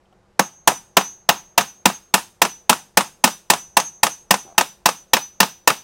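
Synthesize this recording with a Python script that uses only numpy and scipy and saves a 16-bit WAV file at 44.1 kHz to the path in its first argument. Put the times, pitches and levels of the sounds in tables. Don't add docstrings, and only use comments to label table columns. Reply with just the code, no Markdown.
import sys
import numpy as np
from scipy import signal
from scipy.io import wavfile
from scipy.ndimage import uniform_filter1d, map_coordinates

SR = 44100
rng = np.random.default_rng(int(sys.argv[2]) if len(sys.argv) > 2 else 0)


def gain_from_decibels(decibels):
    exponent = np.asarray(decibels, float) / 20
    return 10 ** exponent


def transcribe(u):
    v = np.clip(np.atleast_2d(u).T, -1, 1)
    q = np.round(v * 32767).astype(np.int16)
    wavfile.write(sys.argv[1], SR, q)


N = 257103
SPAN = SR // 3

# pitch_hz, level_db (per Hz)
HUM_COLOUR = [(20, 10), (40, 9), (80, 4), (130, 0), (250, -8), (500, -1), (1200, -8.5), (3000, -21),
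              (6500, -25), (12000, -35.5), (16000, -51)]
# pitch_hz, width_hz, boost_db
DUCTS = [(150, 14, 5), (197, 16, 8), (358, 16, 10), (824, 50, 4)]
# pitch_hz, level_db
FAN_NOTES = [(197, -66), (358, -68)]
# start_s, level_db, pitch_hz, fade_s (time to fall 60 dB)
KNOCKS = [
    (.053, -58, 3100, .03),
    (.124, -50, 750, .05),
    (.131, -52, 1100, .03),
    (.126, -59, 2950, .035),
    (4.45, -40, 360, .09),
    (4.545, -49, 830, .12),
]
# start_s, level_db (peak), thud_db, hardness_db, fizz_db
BLOWS = [(0.394, -3, -23, -7, -16.5), (0.675, 2, -32, -4.5, -11), (0.969, 2, -24, -2, -16),
         (1.29, 1.5, -38, -3, -18.5), (1.578, 0.5, -24.5, 1.5, -13.5), (1.856, 0.5, -20.5, 1, -12),
         (2.14, 0.5, -24.5, 1, -8.5), (2.418, 0, -25.5, 1, -11), (2.695, 2, -23.5, -2, -10.5),
         (2.972, 2, -24.5, -2, -11), (3.24, 1.5, -19, 4, -7), (3.501, 1.5, -28, -1, -9),
         (3.769, 0, -28, -4.5, -12), (4.032, -0.5, -26, 2, -7), (4.308, 0, -25.5, 1, -8.5),
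         (4.58, 0.5, -31.5, 3, -10), (4.858, -0.5, -27, 2, -9.5), (5.134, 0.5, -26.5, 6, -12),
         (5.403, 0.5, -24.5, 7.5, -10.5), (5.675, 1.5, -32, 4, -11.5)]
# start_s, level_db (peak), crack_db, punch_hz
LANDINGS = [(0.423, -24.5, -2.5, 960), (0.717, -12.5, -17, 720), (1.01, -14, -3.5, 842),
            (1.319, -34.5, -5, 950), (1.609, -8, -4.5, 1260), (1.889, -16.5, 2.5, 1020),
            (1.899, -12, -14.5, 754), (2.179, -15.5, -11, 840), (2.45, -2.5, -8.5, 1240),
            (2.728, -4.5, -6, 1220), (3.007, -4.5, -7, 1100), (3.275, -4, -9.5, 830),
            (3.535, -4.5, -5, 834), (3.799, -6, 1.5, 880), (4.066, -3, -7, 1247), (4.34, -2, -7.5, 870),
            (4.609, 0, -6, 894), (4.888, -2.5, -7, 1145), (5.167, -2.5, -8.5, 1080),
            (5.429, 0.5, -10, 1060), (5.701, 0.5, -10, 1270)]
# pitch_hz, level_db, fade_s (time to fall 60 dB)
FRAME = [(544.7, 0, 0.084), (709.2, 8.5, 0.069), (877, 6.5, 0.061), (983.3, 3.5, 0.087), (1113, 1, 0.091),
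         (1250, -3, 0.14), (1515, -3.5, 0.06), (1808, 12, 0.035), (2565, 3, 0.06), (2737, 5, 0.064),
         (12200, -10.5, .09), (3860, -9, 0.13), (5250, -3.5, 0.1), (6900, -8.5, 0.055), (8750, -13, 0.07),
         (10620, -12.5, 0.26)]
# pitch_hz, level_db, fade_s (time to fall 60 dB)
ROCKING = [(160.6, -20.5, 0.22), (194.2, 1, 0.1), (232.5, -4.5, 0.11), (340.3, -7, 0.1)]
# pitch_hz, level_db (per Hz)
RATTLE = [(40, -36.5), (170, -17.5), (360, -15.5), (550, -5.5), (930, -8), (1400, -5), (2250, -8),
          (2830, -6.5), (4230, -11), (6000, -6), (9000, -6), (12500, -16.5), (15500, -18)]
# pitch_hz, fade_s (time to fall 60 dB)
RATTLE_FADE = [(100, 0.2), (700, 0.064), (3000, 0.042), (12000, 0.042)]
# pitch_hz, width_hz, boost_db
CLANK = [(893, 210, 4.5), (590, 100, -5), (2100, 200, -3), (2784, 81, 2.5), (4920, 170, 1)]
# pitch_hz, fade_s (time to fall 60 dB)
AISLE_FADE = [(100, 0.61), (500, 0.15), (2000, 0.2), (6000, 0.25), (14000, 0.25)]
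# pitch_hz, boost_db
AISLE_TONE = [(100, 3.5), (200, 2.5), (500, 8.5), (2000, 6), (6000, 2.5), (14000, 0)]
# pitch_hz, width_hz, boost_db
LINGER = [(160, 47, 7.5), (865, 400, 8), (2550, 190, 2), (3670, 70, 9), (5040, 96, 5), (8840, 280, 7.5),
          (10620, 140, 10.5), (11500, 240, 9)]
HEAD_NOTES = (6003, 6414)
# level_db, fullest_s (after the blow), lobe_s
LOW_NOTE = [(-38.0, 0.184, 0.12), (-33.5, 0.04, 0.3), (-29.0, 0.106, 0.3), (-39.5, 0.154, 0.22),
            (-35.0, 0.142, 0.12), (-44.0, 0.1, 0.3), (-48.5, 0.082, 0.06), (-30.5, 0.148, 0.17),
            (-42.5, 0.118, 0.22), (-47.0, 0.088, 0.17), (-35.0, 0.1, 0.14), (-29.0, 0.178, 0.22),
            (-30.5, 0.166, 0.17), (-33.5, 0.118, 0.12), (-32.0, 0.184, 0.22), (-36.5, 0.142, 0.14),
            (-33.5, 0.142, 0.1), (-29.0, 0.16, 0.22), (-32.0, 0.178, 0.17), (-36.5, 0.118, 0.08)]
# level_db, fullest_s (after the blow), lobe_s
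HIGH_NOTE = [(-32.0, 0.04, 0.17), (-36.5, 0.058, 0.14), (-26.0, 0.184, 0.22), (-30.5, 0.094, 0.09),
             (-30.5, 0.106, 0.08), (-32.0, 0.106, 0.08), (-42.5, 0.196, 0.07), (-35.0, 0.16, 0.07),
             (-41.0, 0.1, 0.06), (-39.5, 0.166, 0.06), (-41.0, 0.178, 0.09), (-33.5, 0.178, 0.22),
             (-26.0, 0.196, 0.08), (-30.5, 0.184, 0.08), (-33.5, 0.1, 0.08), (-50.0, 0.112, 0.12),
             (-38.0, 0.052, 0.09), (-32.0, 0.118, 0.09), (-39.5, 0.13, 0.14), (-38.0, 0.112, 0.08)]
BETWEEN_LOBES = (0.17, 0.13)


def unit(x):
    return x / np.sqrt(np.mean(x ** 2) + 1e-20)


def along(points, hz):
    f, v = np.transpose(points)
    return np.interp(np.log(hz + 1), np.log(f + 1), v)


def bumps(peaks, hz):
    return sum(db / (1 + (2 * (hz - c) / w) ** 2) for c, w, db in peaks)


def add(track, s, sound):
    track[round(s * SR):][:len(sound)] += sound


def hum():
    hz, _, z = signal.stft(rng.standard_normal(N + 2048), SR, nperseg=2048)
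    across_pitch = uniform_filter1d(rng.standard_normal(z.shape), 16, 0)
    patches = unit(uniform_filter1d(across_pitch, 3, 1))
    colour = along(HUM_COLOUR, hz) + bumps(DUCTS, hz)
    noise = signal.istft(z * gain_from_decibels(colour[:, None] + .9 * patches), SR, nperseg=2048)[1][:N]
    t = np.arange(N) / SR
    notes = sum(gain_from_decibels(db) * np.sin(2 * np.pi * pitch * t) for pitch, db in FAN_NOTES)
    hum_db = -57
    return gain_from_decibels(hum_db) * unit(noise) + notes


def handling():
    track, t = np.zeros(N + SPAN), np.arange(SPAN) / SR
    slide_s, gap_s, slips = 4.465, .0115, 6
    slide_db, slide_hz, sag_hz, slip_fade_s = -39, 800, 22, .036
    slide = [(slide_s + k * gap_s, slide_db, slide_hz - k * sag_hz, slip_fade_s) for k in range(slips)]
    for s, db, hz, fade_s in KNOCKS + slide:
        rough = 1 + 0.71 * unit(uniform_filter1d(rng.standard_normal(SPAN), 40))
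        strength = gain_from_decibels(db - 60 * t / fade_s) * (1 - np.exp(-t / .002))
        knock = strength * rough * np.sin(2 * np.pi * hz * t)
        add(track, s, gain_from_decibels(2.5) * knock)
    return track[:N]


def lead_ins():
    lead_s, lead_db = 0.0028, -52.5
    track, swell = np.zeros(N), np.linspace(0, 1, round(lead_s * SR))
    for s, db, *_ in BLOWS:
        lead_in = gain_from_decibels(db + lead_db + 42 * swell) * rng.standard_normal(len(swell))
        add(track, s + 0.00031 - lead_s, lead_in)
    return track


def ringing(modes, tilt, spread_db, rough):
    t = np.arange(SPAN // 2) / SR
    hz, level, fade_s = np.transpose(modes)[:, :, None]
    hz = hz * (1 + 0.0021 * rng.standard_normal(hz.shape))
    level = level + along(tilt, hz) + spread_db * rng.standard_normal(hz.shape)
    knots = rng.standard_normal((len(modes), 64))
    blur = np.array([np.interp(t, np.arange(64) * 0.011, row) for row in knots])
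    wander = rough * (hz / 1000) ** 0.18 * (blur - blur[:, :1])
    notes = gain_from_decibels(level - 60 * t / fade_s) * np.sin(2 * np.pi * hz * t + wander)
    fade = np.cos(np.pi / 2 * (t / t[-1]) ** 2)
    return np.pad(notes.sum(axis=0) * fade, (0, SPAN - len(t)))


def dying_noise(fades, colour, size=256, far_db=-120):
    lead = 256
    hz, t, z = signal.stft(rng.standard_normal(SPAN + lead), SR, nperseg=size)
    fall_db = -60 * np.maximum(t - lead / SR, 0) / along(fades, hz)[:, None]
    gain = gain_from_decibels(colour(hz)[:, None]) * (gain_from_decibels(fall_db) + gain_from_decibels(far_db + fall_db / 3))
    x = signal.istft(z * gain, SR, nperseg=size)[1][lead:lead + SPAN]
    return x / np.sqrt(np.mean(gain[:, 0] ** 2))


def in_aisle(colour, wet_db):
    t = np.arange(SPAN) / SR
    echo_colour = lambda f: colour(f) + along(AISLE_TONE, f) + bumps(LINGER, f)
    tail = dying_noise(AISLE_FADE, echo_colour, size=512, far_db=-30)
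    fade = np.cos(np.pi / 2 * (t / t[-1]) ** 4)
    return gain_from_decibels(wet_db) * tail * (1 - np.exp(-t / 0.0013)) * fade


def strike(tilt, ring_db, crack_db, punch_db, punch_hz, rattle_speed, wet_db, attack_s):
    t = np.arange(SPAN) / SR
    colour = lambda f: along(RATTLE, f) + along(tilt, f) + bumps(CLANK, f)
    rattle = dying_noise([(f, fade_s / rattle_speed) for f, fade_s in RATTLE_FADE], colour)
    crack = gain_from_decibels(crack_db - 60 * t / 0.02) * dying_noise([(1000, 9)], colour)
    swing = (t / 0.0015) * np.exp(1 - t / 0.001)
    punch = gain_from_decibels(punch_db) * swing * np.sin(2 * np.pi * punch_hz * t)
    ring = gain_from_decibels(ring_db) * ringing(FRAME, tilt, spread_db=1.5, rough=.55)
    onset = 1 - np.exp(-t / attack_s)
    return (ring + rattle + crack) * onset + punch + in_aisle(colour, wet_db)


def hammering():
    track, t = np.zeros(N + SPAN), np.arange(SPAN) / SR
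    swing_up = 1 - np.exp(-(t / 0.005) ** 2)
    for s, db, thud_db, hard_db, fizz_db in BLOWS:
        # (Hz, dB)
        tilt = [(200, -2), (1000, -0.5), (4000, 0.76 * hard_db - 0.9),
                (9500, fizz_db + 3), (14000, 0.82 * hard_db + 0.5)]
        blow = strike(tilt, ring_db=-16.0, crack_db=6.5, punch_db=6.0, punch_hz=919,
                      rattle_speed=0.91, wet_db=-13.0, attack_s=0.0008)
        thud = swing_up * ringing(ROCKING, [(200, thud_db + 12.0)], spread_db=3.0, rough=0.3)
        add(track, s + 0.00026, gain_from_decibels(db - 2.5) * (blow + thud))
    for s, db, crack_db, hz in LANDINGS:
        tilt = [(200, -5.0), (1000, -2), (4000, crack_db), (12000, crack_db - 11.5)]
        punch_db = 5.5 - 0.5 * db
        landing = strike(tilt, ring_db=-21.5, crack_db=7.5, punch_db=punch_db, punch_hz=hz,
                         rattle_speed=0.93, wet_db=-16.0, attack_s=0.0014)
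        thud = swing_up * ringing(ROCKING, [(200, -17.5)], spread_db=2.5, rough=0.99)
        add(track, s + 0.0004, gain_from_decibels(db - 11.0) * (landing + thud))
    small_source = signal.butter(N=4, Wn=125, btype="high", fs=SR, output="sos")
    return signal.sosfilt(small_source, track[:N])


def hammer_head():
    t = np.arange(N) / SR
    starts = np.array([row[0] for row in BLOWS])
    blow = np.searchsorted(starts, t) - 1
    since = np.abs(t - starts[blow])
    facing_s, facing_width_s, facing_boosts_db = .1, .04, (8, 4)
    facing = np.exp(-((since - facing_s) / facing_width_s) ** 2)
    slowing = .4
    turned = lambda s: facing_s * (s / facing_s) ** slowing / slowing
    wobble = lambda rate: map_coordinates(rng.standard_normal(round(N * 40 / SR) + 4), [t * rate])
    fall_db_per_s = 120
    out = np.zeros(N)
    notes = zip(HEAD_NOTES, (LOW_NOTE, HIGH_NOTE), facing_boosts_db, BETWEEN_LOBES)
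    for hz, rows, facing_db, fill in notes:
        drift, flutter = wobble(15), wobble(35)
        tone = gain_from_decibels(1.8 * flutter) * np.sin(2 * np.pi * np.cumsum(hz + 2.5 * drift) / SR)
        level_db, fullest, lobe = np.array(rows)[blow].T
        lobes = np.hypot(np.cos(np.pi * (turned(since) - turned(fullest)) / lobe), fill)
        strength = gain_from_decibels(level_db + 3.5 + facing_db * facing - fall_db_per_s * since)
        out += strength * lobes * tone
    return out * (blow >= 0)


def scene():
    return (hum() + handling() + lead_ins() + hammering() + hammer_head())[None]


def band_limit(x):
    return signal.sosfilt(signal.butter(12, 16770, fs=SR, output="sos"), x)


def record(dry):
    microphone = signal.ellip(8, .5, 50, 15800, fs=SR, output="sos")
    x = signal.sosfilt(microphone, dry)
    clipped = x / (1 + np.abs(x / .98) ** 10) ** (1 / 10)
    no_top = signal.ellip(8, .5, 60, 16700, fs=SR, output="sos")
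    no_rumble = signal.butter(1, 50, "high", fs=SR, output="sos")
    mix = signal.sosfilt(np.vstack([no_top, no_rumble]), clipped)
    return band_limit(mix)


dry = scene()
out = record(dry)
transcribe(out)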